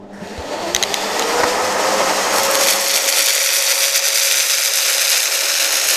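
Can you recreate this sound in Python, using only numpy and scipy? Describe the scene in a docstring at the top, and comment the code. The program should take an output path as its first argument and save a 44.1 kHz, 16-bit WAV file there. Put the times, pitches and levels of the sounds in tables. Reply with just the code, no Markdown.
"""In a room, a canister vacuum cleaner starts with two faint ticks and spins up: the tones of shaft
and fan blades climb with the rotation, while turbulent air swells into a roar and hiss shaped by cavity
and duct resonances. A few lone grains crack against the tube and excite its modes. Then the floor brush
is drawn through a heap: a stream of grains rattles up the tube as a dense train of random impacts,
and meanwhile the machine's steady roar and hum sink and thin."""
import sys
import numpy as np
from scipy import signal
from scipy.fft import rfft, irfft
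from scipy.io import wavfile

SR = 44100
rng = np.random.default_rng(int(sys.argv[2]) if len(sys.argv) > 2 else 0)


def store_pcm(level_fs):
    """Save levels as 16-bit WAV."""
    pcm = np.round(np.clip(level_fs, -1, 1) * 32767).astype(np.int16)
    wavfile.write(sys.argv[1], SR, np.atleast_2d(pcm).T)


N = 262836
TIME = np.arange(N) / SR
TOP_HZ, BLADES = 550.9, 12  # limiting rotation rate of the shaft; blades on the fan
HEAP_S = 2.49  # the brush reaches the heap


def amp(db):
    """Decibels to amplitude ratio."""
    return 10 ** (np.asarray(db) / 20)

def unit_rms(x):
    """Normalisation to rms 1."""
    return x / np.sqrt(np.mean(x ** 2) + 1e-20)

def curve(rows):
    """Linear interpolation of (t, value) rows."""
    return np.interp(TIME, *np.transpose(rows))

def bell(x, centre, sigma):
    """Gaussian of height 1."""
    return np.exp(-.5 * ((x - centre) / sigma) ** 2)

def resonance_db(hz, peaks):
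    """Sum of Lorentzian peaks, each (f/Hz, bandwidth/Hz, gain/dB)."""
    return sum(db / (1 + (2 * (hz - f) / width) ** 2) for f, width, db in peaks)

def add(mix, s, sound):
    """Superposition of a sound starting at s seconds."""
    part = mix[max(round(s * SR), 0):][:len(sound)]
    part += sound[:len(part)]

def wander(rate_hz):
    """Random fluctuation: low-pass noise of rms 1."""
    hz = np.fft.rfftfreq(N, 1 / SR)
    return unit_rms(irfft(rfft(rng.standard_normal(N)) / (1 + (hz / rate_hz) ** 4), N))

def narrowband(hz, half_width_hz):
    """Narrow-band noise: a carrier with a random complex envelope."""
    envelope = wander(half_width_hz) + 1j * wander(half_width_hz)
    return (envelope * np.exp(2j * np.pi * hz * TIME)).real

def blurred(angle, depth, width_hz):
    """Spectral broadening: turbulence modulates a tone's amplitude and phase at constant mean power."""
    flutter = depth * (wander(width_hz) + 1j * wander(width_hz)) / np.sqrt(2)
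    return ((1 + flutter) * np.exp(1j * angle)).imag / np.hypot(1, depth)

def colour(x, spectrum, peaks=()):
    """Minimum-phase filter of unit power gain, from (f/Hz, level/dB) points and resonances."""
    hz = abs(np.fft.fftfreq(8192, 1 / SR))
    points_hz, points_db = np.transpose(spectrum)
    db = np.interp(np.log(hz + 1), np.log(points_hz), points_db) + resonance_db(hz, peaks)
    response = np.exp(np.conj(signal.hilbert(np.log(amp(db)))))
    taps = np.fft.ifft(response).real[:len(hz) // 2]
    return signal.oaconvolve(x, taps / np.linalg.norm(taps))[:N]

def hail(per_s, spread_db, t60):
    """Shot noise: grains of uneven size strike at random, each a decaying burst of noise."""
    size = amp(spread_db * np.minimum(rng.exponential(1, N), 4)) * (rng.random(N) < per_s / SR)
    power = signal.lfilter([1], [1, -amp(-60 / (t60 * SR)) ** 2], size ** 2)
    return unit_rms(np.sqrt(power) * rng.standard_normal(N))

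def shaft_hz(head_start_s=.3986, run_up_s=1.1005, bend=1.5665):
    """Run-up transient: the rotation rate follows an S-curve toward top speed."""
    return TOP_HZ * (1 - np.exp(-((TIME + head_start_s) / run_up_s) ** bend))

def lag():
    """Speed deficit as a fraction of top speed."""
    return 1 - shaft_hz() / TOP_HZ

def air_onset(before_db, catch_s=0.21, rise_s=0.052):
    """Onset of flow: the gain rises to 1 as the fan catches the air."""
    return amp(before_db * np.clip((catch_s - TIME) / rise_s + .5, 0, 1))

# Sinking of the steady roar and hum while the grains rattle: t/s, depth (0 none, 1 full)
HUSH_DEPTH = [(2.42, 0.022), (2.85, 0.33), (3.4, 0.61), (4, 0.63), (4.6, 0.75), (4.9, 0.61), (5.3, 0.63),
              (5.8, 0.49)]
def hush():
    """Attenuation envelope: how far the steady sounds have sunk and thinned."""
    return curve(HUSH_DEPTH)

# The brush is lifted over to the heap: t/s, lift (0 on the floor, 1 in the air)
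BRUSH_LIFT = [(.7, 0.48), (.78, 1), (1.04, 0.63), (1.33, 0.11)]
def lift():
    """Clearance of the intake over time."""
    return curve(BRUSH_LIFT)

# Critical speeds of the shaft: f/Hz, bandwidth/Hz, gain/dB
CRITICAL_SPEEDS = [(295, 26, 8), (337, 26, 9), (486, 24, 10.5), (512, 12, 3), (531, 8, 5),
                   (546.6, 2.2, 5.5)]
def shake_db():
    """Sympathetic vibration grows as the shaft passes a critical speed."""
    return resonance_db(shaft_hz(), CRITICAL_SPEEDS)

def rumble(level_db=-52, hush_db=-9):
    """Ambient noise: the faint low floor of the room."""
    noise = colour(rng.standard_normal(N), [(20, 26), (55, -11), (130, -13), (600, -64)])
    return noise * amp(level_db + hush_db * hush())

def casing(level_db=-38.5, throb_db=2, hush_db=-16, start_s=.14, rise_s=0.13):
    """Forced vibration: the plastic shell drones unevenly, louder once the motor turns."""
    spectrum = [(40, -49), (95, 6), (140, -0.5), (195, 12), (260, -10), (330, 2), (900, 4.5),
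                (1200, -12), (4000, -52)]
    drone = colour(rng.standard_normal(N), spectrum)
    turning = np.clip((TIME - start_s) / rise_s + .5, .5, 1)
    return drone * turning * amp(level_db + throb_db * wander(3.1) + hush_db * hush())

# Handling thuds: t/s, level/dB, f/Hz, T60/s
THUDS = [(0.217, -14.5, 195, 0.08), (0.38, -14, 76.4, 0.077), (0.74, -29, 66, 0.13), (1.419, -36, 85, 0.17),
         (1.62, -34.5, 91, 0.16), (1.96, -43, 60, 0.16), (2.67, -32, 45, 0.17), (2.95, -31, 40, 0.088)]
def bumps(rise_s=0.017):
    """Damped oscillation: brush and hose thud softly, one low mode at a time."""
    out, t = np.zeros(N), np.arange(SR // 4) / SR
    for s, db, hz, t60 in THUDS:
        envelope = 2 * amp(db - 60 * t / t60) * (1 - np.exp(-t / rise_s))
        add(out, s, envelope * np.sin(2 * np.pi * hz * t))
    return out

# Edges of the brush landing on the floor: t/s, level/dB
LANDINGS = [(1.4005, -13.5), (1.4335, -9.5)]
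def scuff(rise_s=0.0035):
    """Impact and friction: each edge lands with a hollow thud and a gritty scrape."""
    spectrum = [(60, -7), (130, 2.5), (260, -6), (700, 11), (1400, 3), (1950, 3.5), (3000, -14),
                (5000, -6), (7000, -16), (14000, -25)]
    grit = colour(hail(per_s=2900, spread_db=2, t60=0.0064), spectrum)
    envelope = np.zeros(N)
    for s, db in LANDINGS:
        age = np.maximum(TIME - s, 0) / rise_s
        envelope += amp(db) * age * np.exp(1 - age)
    return grit * envelope

def rasp(level_db=-41, fade_db_per_s=8, start_s=.126, rise_s=.008):
    """Starting transient: a dry rasp sets in as the motor takes hold and decays under the air."""
    spectrum = [(900, -26), (1400, 2), (2600, -17), (3500, -28), (5500, -10), (9000, -16), (14000, -28)]
    peaks = [(1790, 490, 15), (4400, 400, 5), (5450, 350, 4.7)]
    noise = colour(rng.standard_normal(N), spectrum, peaks)
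    return noise * np.clip((TIME - start_s) / rise_s, .06, 1) * amp(level_db - fade_db_per_s * TIME)

# Hollow notes of the canister: f/Hz, half-width/Hz, level/dB
CANISTER_NOTES = [(519, 14.7, -43.5), (635, 50, -44.5)]
def hoot(slow_db=-40):
    """Helmholtz resonance: near full speed the airflow blows the canister like a bottle."""
    notes = sum(amp(db) * narrowband(hz, width) for hz, width, db in CANISTER_NOTES)
    return notes * amp(slow_db * lag())

# Airway whistles: f/Hz, half-width/Hz, level/dB, loudest shaft rate/Hz, spread of that rate/Hz
AIRWAY_MODES = [(3200, 450, -43, 345, 55), (3500, 130, -34.5, 424, 32), (4480, 160, -42, 345, 70),
                (5600, 230, -56, 200, 45), (9450, 280, -61, 200, 50), (12900, 600, -64, 230, 70),
                (12100, 300, -50, 435, 36), (13100, 280, -50, 425, 70)]
def whistle():
    """Flow-excited resonance: each airway speaks over its own range of fan speeds, then drops out."""
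    out, speed = np.zeros(N), shaft_hz()
    for hz, width, db, best, spread in AIRWAY_MODES:
        out += amp(db) * bell(speed, best, spread) * narrowband(hz, width)
    return out * air_onset(before_db=-20)

# Mains harmonics in the motor: f/Hz, level/dB
MAINS_HARMONICS = [(100, -58.5), (200, -44.5), (300, -47.5), (400, -49.5), (600, -50.5), (900, -60)]
def mains_buzz(hush_db=-20, flicker_db=3.5):
    """Harmonics locked to the mains keep their pitch at any shaft speed."""
    buzz = sum(amp(db + flicker_db * wander(10)) * np.sin(2 * np.pi * (hz * TIME + rng.random()))
               for hz, db in MAINS_HARMONICS)
    return buzz * amp(hush_db * hush())

# Duct resonances crossed by the blade tone: f/Hz, bandwidth/Hz, gain/dB
BLADE_RESONANCES = [(4950, 350, 6.5), (5660, 240, 8), (6300, 250, 1)]
# Clean blade tone, faint through the middle of the rattle: t/s, level/dB
BLADE_LEVEL = [(0, -100), (1.5, -56), (1.72, -44), (1.95, -46), (2.1, -38), (2.36, -31.5), (2.5, -38),
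               (2.65, -28), (2.85, -37), (3.05, -35), (3.3, -49), (5.35, -50), (5.6, -35), (5.9, -30.5)]
def whine(angle, breath_db=-42, hush_db=-5, slow_db=-3):
    """Blade-passing tone: a thin note in a breathy band that swells at each duct resonance."""
    ringing_db = resonance_db(BLADES * shaft_hz(), BLADE_RESONANCES)
    db = breath_db + ringing_db + hush_db * hush() + slow_db * (4 * lag()) ** 2
    breath = blurred(BLADES * angle, depth=3, width_hz=70)
    note = blurred(BLADES * angle, depth=.3, width_hz=25)
    return amp(db) * breath + amp(curve(BLADE_LEVEL)) * note

# Brief dips of the shaft note: t/s, gain/dB, half-length/s
SHAFT_DIPS = [(1.65, -0.5, 0.025), (2.24, -12, 0.028), (4.55, -5.5, .18), (5.22, -9, 0.039)]
def shaft(angle, strain, level_db=-27, slow_db=-27, hush_db=-5.5, fade_db_per_s=2, lifted_db=-3):
    """Rotating unbalance: a note at the shaft rate, harsh under strain, sinking during the rattle."""
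    sinking_db = hush_db * hush() - fade_db_per_s * np.maximum(TIME - HEAP_S, 0)
    dips_db = sum(db * bell(TIME, s, width) for s, db, width in SHAFT_DIPS)
    throb_db = wander(28)
    db = level_db + slow_db * lag() + sinking_db + shake_db() + dips_db + throb_db
    fundamental = blurred(angle, depth=.3 + .15 * strain + .4 * hush(), width_hz=30)
    overtones = amp(-14.5 + 13 * strain) * (np.sin(2 * angle) + .5 * np.sin(3 * angle))
    return amp(db) * air_onset(before_db=-6) * (amp(lifted_db * lift()) * fundamental + overtones)

def motor(jitter_hz=0.33, shudder_hz=9):
    """Frequency modulation: shaft and blades share one jittery rotation; strain shakes the shaft note."""
    strain = np.minimum(4 * lag(), 1)
    angle = 2 * np.pi * np.cumsum(shaft_hz() + jitter_hz * wander(30.26)) / SR
    shudder = 2 * np.pi * np.cumsum(shudder_hz * strain * wander(30.2)) / SR
    buzz = mains_buzz()
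    return np.sqrt(2) * (shaft(angle + shudder, strain) + whine(angle) + buzz)

def spun_up(x, tilt_db, rest_hz, shaft_multiple, width_hz, band_db=3.5):
    """Flow noise brightens with speed: the treble opens and a breathy band climbs with the fan."""
    hz, t, spectra = signal.stft(x, SR, nperseg=1024)
    speed, hz = np.interp(t, TIME, shaft_hz()), hz[:, None]
    tilt = tilt_db * (1 - speed / speed.max()) * np.log2((hz + 300) / 1000)
    band = resonance_db(hz, [(rest_hz + shaft_multiple * speed, width_hz, band_db)])
    return signal.istft(spectra * amp(tilt + band), SR)[1][:N]

def floor_bounce(x, reflection=.33, cutoff_hz=8000, heap_delay_ms=0.906, shrink_ms_per_s=0.047):
    """Comb filtering: a dull floor echo interferes; its delay shrinks as the brush is drawn back."""
    echo = signal.filtfilt(*signal.butter(2, cutoff_hz, fs=SR), x)
    delay_s = (heap_delay_ms - shrink_ms_per_s * (TIME - HEAP_S)) / 1000
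    return x + reflection * np.interp(TIME - delay_s, TIME, echo)

# Spectrum of the duct flow: f/Hz, level/dB
HISS_SPECTRUM = [(700, -23.5), (1150, -18.5), (1800, -2.5), (2300, -5.5), (3200, 0.5), (4400, 1.5),
                 (5400, -1.5), (6400, -1.5), (7200, -2), (8300, -4), (9500, -10), (12000, -13),
                 (14200, -12)]
# Exhaust duct resonances: f/Hz, bandwidth/Hz, gain/dB
DUCT_MODES = [(1880, 420, 7), (2495, 500, 6), (3440, 240, -1.5), (3970, 990, -2), (4970, 130, 0),
              (5630, 440, 2.5), (6260, 250, -0.5), (6640, 400, 3)]
def hiss(level_db=-22, slow_db=-36, hush_db=-4, flutter_db=1.15, hollow_hz=3600):
    """Turbulent duct flow: the hiss comes up early and hollows slightly at full speed."""
    noise = colour(rng.standard_normal(N), HISS_SPECTRUM, DUCT_MODES)
    noise = spun_up(noise, tilt_db=-7, rest_hz=3000, shaft_multiple=4.3, width_hz=650)
    band = signal.lfilter(*signal.iirpeak(hollow_hz, 3.5, fs=SR), noise)
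    hollowed = noise - band * (1 - amp(-1)) * np.exp(-lag() / 0.23)
    db = level_db + slow_db * lag() ** 2.83 + hush_db * hush() + flutter_db * wander(15.4)
    air = hollowed * air_onset(before_db=-6) * amp(db)
    # while the grains rattle, the hiss takes on some of the same floor echo
    return air + hush() * (floor_bounce(air) - air)

# Spectrum of the intake turbulence: f/Hz, level/dB
ROAR_SPECTRUM = [(25, -42), (70, -33), (130, -41.5), (200, -6), (260, -5), (400, -2.5), (520, 1.5),
                 (700, 5), (950, 1.5), (1300, -2.5), (1600, -2.5), (2100, -4), (3200, -22.5), (8000, -49)]
# Resonances of brush and canister: f/Hz, bandwidth/Hz, gain/dB
CAVITY_MODES = [(312.6, 24, 5), (421, 30, 7.5), (498, 31, 6), (610, 41, 3), (885, 20, 4.5), (1000, 22, 1),
                (1281, 68, 6.5)]
# Surges as the brush is set down and pushed: t/s, gain/dB
ROAR_SURGE = [(.55, 3), (.65, 0), (1, -0.5), (1.26, -0.5), (1.38, -0.5), (1.5, -1.5), (1.62, -1.5),
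              (1.73, 0), (2.08, -1), (2.22, -0.5), (2.36, -0.5), (2.6, .5), (2.8, -1.5)]
def roar(level_db=-18.5, slow_db=-37, hush_db=-23, lifted_db=-1.5, gust_db=1.34):
    """Turbulence excites cavity resonances; it swells with fan speed and sinks while the grains rattle."""
    noise = colour(rng.standard_normal(N), ROAR_SPECTRUM, CAVITY_MODES)
    noise = spun_up(noise, tilt_db=-12.5, rest_hz=60, shaft_multiple=2, width_hz=470)
    run_up_db = slow_db * lag() ** 1.38 + 0.5 * shake_db() * lag()
    handling_db = lifted_db * lift() + curve(ROAR_SURGE)
    return noise * amp(level_db + run_up_db + handling_db + hush_db * hush() + gust_db * wander(15))

# Modes of the tube wall: f/Hz, level/dB, T60/s
TUBE_MODES = [(750, -13, .007), (2150, -3, 0.01), (2970, -5, 0.0046), (3430, 7.5, 0.0049),
              (4070, 9, 0.0054), (4660, 1, .004), (6220, -1, 0.0048), (6600, 6, 0.0062),
              (8860, -17, 0.0076), (10760, -8, 0.0052)]
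# Two switch-on clicks, then lone grains: t/s, level/dB, gain of the top modes/dB, gain of the snap/dB
CLICKS_AND_CRACKS = [(0.273, -29, 1, 0), (0.378, -26, -10, -4), (0.748, 1.5, 4.5, 5.5),
                     (0.7634, -1.5, -2, -3), (0.8267, -1, 2.5, 5), (0.8355, 0, -3, -5),
                     (0.838, -11, -12, -3), (0.9418, -1, -2, -1), (1.195, -8.5, 3.5, 7),
                     (1.2232, -8, -4, -3), (1.2365, -20, 0, 7)]
def clicks_and_cracks(top_hz=5500, rise_s=0.0008, snap_t60=0.0041):
    """Impulse excitation of modes: two faint ticks as the motor starts, then lone grains on the tube."""
    out, t = np.zeros(N), np.arange(SR // 40) / SR
    for s, level_db, top_db, snap_db in CLICKS_AND_CRACKS:
        ring = np.zeros(len(t))
        for hz, db, t60 in TUBE_MODES:
            decay = amp(db + top_db * (hz > top_hz) - 60 * t / t60)
            ring += decay * np.sin(2 * np.pi * hz * rng.uniform(0.914, 1.01) * t)
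        bright_noise = signal.lfilter([1, -1], [1, -.6], rng.standard_normal(len(t)))
        snap = bright_noise * amp(snap_db - 60 * t / snap_t60)
        add(out, s, amp(level_db) * (ring + snap) * (1 - np.exp(-t / rise_s)))
    return out

# Momentary changes in the stream, mostly brief stalls: t/s, gain/dB
STREAM_STALLS = [(2.78, -3), (3.03, 0), (3.655, -1), (3.912, -4), (4.012, -8), (4.118, -8), (4.71, -2.5),
                 (5.295, -5.5), (5.69, -4), (5.815, 1)]
# Clumps of grains swallowed at once: t/s, level/dB, half-length/s
GRAIN_CLUMPS = [(2.38, -9.5, 0.024), (2.451, -9, 0.0094), (2.545, -8.5, 0.027), (2.635, -4, 0.012),
                (2.694, -2, 0.025), (2.907, -6, 0.0071), (2.962, 0, 0.0093), (3.093, -2.5, 0.0086),
                (3.145, -6, 0.012), (3.197, -1, 0.018), (3.287, -3, 0.019), (3.38, -11, 0.01),
                (3.47, -3, 0.0061), (3.56, -5.5, 0.023), (3.71, -3, 0.01), (3.84, -3, 0.02),
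                (3.964, -1.5, 0.0091), (4.077, -4, 0.0073), (4.161, -5, 0.038), (4.25, -5.5, 0.012),
                (4.312, -5, 0.022), (4.4, -3, 0.025), (4.52, -5, 0.015), (4.644, -6, 0.022),
                (4.755, -6.5, 0.01), (4.79, -4, 0.008), (4.893, -5, 0.037), (5.128, -4, 0.017),
                (5.175, -7, 0.011), (5.341, -6, 0.011), (5.636, -6, 0.026), (5.7674, -5.5, 0.013),
                (5.904, -3, 0.016), (5.95, -12, 0.01)]
def grain_flow(trickle_db=-20, growth_db_per_s=0.53, entry_s=0.42, stall_s=0.013, clump_db=-13):
    """Incoherent sources add in power: the stream's amplitude from an uneven trickle plus clumps."""
    since = TIME - HEAP_S
    stalls_db = sum(db * bell(TIME, s, stall_s) for s, db in STREAM_STALLS)
    level_db = trickle_db + growth_db_per_s * since + stalls_db + 0.8 * wander(2.5)
    trickle = amp(level_db) ** 2 * np.clip(since / entry_s, 0, 1)
    clumps = sum(amp(db + clump_db) ** 2 * bell(TIME, s, width) for s, db, width in GRAIN_CLUMPS)
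    return np.sqrt(trickle + clumps)

def neck(x, start_hz=4380, end_hz=4950, glide_s=1.7, width_hz=380, ring_db=-9):
    """Gliding resonance: the neck of the brush rings higher as the tube is drawn upright."""
    hz = end_hz + (start_hz - end_hz) * np.exp(-np.maximum(TIME - HEAP_S, 0) / glide_s)
    carrier = np.exp(2j * np.pi * np.cumsum(hz) / SR)
    pole = np.exp(-np.pi * width_hz / SR)
    ring = 2 * (carrier * signal.lfilter([1 - pole], [1, -pole], x / carrier)).real
    return x + amp(ring_db) * ring

# Spectra of grains in the tube and on the brush: f/Hz, level/dB
RATTLE_SPECTRUM = [(200, -29), (900, -29), (1150, -23), (1400, -5), (2350, -2), (3100, -2), (4900, -1),
                   (6200, 2.5), (7300, -7.5), (10000, -11), (14200, -14.5)]
TICK_SPECTRUM = [(1000, -72), (4000, -6.5), (7500, 4.5), (9500, 0.5), (11500, 0.5), (12900, 1),
                 (14200, 0.5)]
# Resonances of the tube's air column and of the brush shell: f/Hz, bandwidth/Hz, gain/dB
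AIR_COLUMN_MODES = [(1380, 140, 2.5), (1920, 250, 4.5), (2390, 240, 1.9), (4180, 240, 1.5),
                    (5900, 450, 0.5)]
SHELL_MODES = [(7600, 450, 1.5), (9650, 530, 4), (11000, 700, 2.5), (12800, 700, 2.5)]
def stream(rattle_db=-1.56, ticks_db=-2.5, dulling_db_per_s=1, bunching_db=0.48):
    """Filtered shot noise: grains rattle hollowly up the tube; fewer tick brightly on the brush."""
    rattle = neck(colour(hail(per_s=2800, spread_db=3.5, t60=0.0037), RATTLE_SPECTRUM, AIR_COLUMN_MODES))
    ticks = colour(hail(per_s=1200, spread_db=3.4, t60=0.006), TICK_SPECTRUM, SHELL_MODES)
    mix = amp(rattle_db) * rattle + amp(ticks_db - dulling_db_per_s * (TIME - HEAP_S)) * ticks
    return grain_flow() * mix * amp(bunching_db * wander(79))

def tick(t60):
    """Damped impact of one grain on plastic: a noise burst of peak 1."""
    t = np.arange(400) / SR
    burst = rng.standard_normal(len(t)) * amp(-60 * t / t60)
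    return burst / abs(burst).max()

# Large grains in the brush: t/s, hollow level/dB, bright level/dB
LARGE_GRAINS = [(2.362, -2, -11), (2.384, 0, 2), (2.434, -9, -1), (2.513, -16, 1), (2.554, -1, 4),
                (2.6114, -6, 0), (2.6712, -5, 4), (2.686, 3.5, -8), (2.884, -14, 1), (2.9406, -3, 2),
                (3.0782, -1, -7), (3.126, 3, -7), (3.3518, -9, -1), (3.698, -4, 3), (3.925, -8, -3),
                (3.944, -9, -4), (4.0546, -2, -1.5), (4.233, -1.5, -13), (4.321, -12.5, -5),
                (4.774, -12, 0), (4.9018, -9, 3), (4.982, 2, -1), (5.099, -13, 5), (5.726, -17, 5),
                (5.7574, -16, -8), (5.8886, -10, 2), (5.905, -15, 2)]
def knocks(rattle_db=-1, ticks_db=-2):
    """Single impacts stand out of the stream, exciting both the air column and the brush shell."""
    hollow, bright = np.zeros((2, N))
    for s, hollow_db, bright_db in LARGE_GRAINS:
        add(hollow, s, amp(hollow_db) * tick(t60=.005))
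        add(bright, s, amp(bright_db) * tick(t60=.003))
    return (amp(rattle_db) * colour(hollow, RATTLE_SPECTRUM, AIR_COLUMN_MODES)
            + amp(ticks_db) * colour(bright, TICK_SPECTRUM, SHELL_MODES))

def room(x, t60=0.15, wet_db=-17):
    """Reverberation: the walls add a short, weak, exponentially decaying tail."""
    t = np.arange(SR // 2) / SR
    tail = rng.standard_normal(len(t)) * amp(-60 * t / t60) * (t > .004)
    return x + amp(wet_db) * signal.oaconvolve(x, tail / np.linalg.norm(tail))[:N]

def bass_loss(x, full_hz=12, thin_hz=372, deep_db=-3, deep_hz=40):
    """High-pass filtering: the bass thins out while the grains rattle; a little deep rumble stays."""
    hz, t, spectra = signal.stft(x, SR, nperseg=2048)
    thinning = np.tanh(2.36 * np.interp(t, TIME, hush()) ** 1.41)
    cutoff_hz = full_hz + (thin_hz - full_hz) * thinning
    ratio = (hz[:, None] / cutoff_hz) ** 12
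    deep = amp(deep_db) / (1 + (hz[:, None] / deep_hz) ** 2.14)
    return signal.istft(spectra * np.maximum(ratio / np.hypot(1, ratio), deep), SR)[1][:N]

def scene():
    """Superposition of the machine, the grains and the handling, in one channel."""
    impacts = room(floor_bounce(stream() + knocks()) + scuff()) + clicks_and_cracks()
    air = hiss()
    drone = casing() + rumble()
    return (motor() + rasp() + roar() + hoot() + air + whistle() + drone + impacts + bumps())[None]

def record(dry, cutoff_hz=14150):
    """Saturation: the loudest cracks overload the microphone; bass loss and a band limit follow."""
    clipped = dry[0] / (1 + dry[0] ** 8) ** (1 / 8)
    low_pass = signal.firwin(801, cutoff_hz, window=("kaiser", 9), fs=SR)
    return signal.oaconvolve(bass_loss(clipped), low_pass, "same")[None]


dry = scene()
out = record(dry)
store_pcm(out)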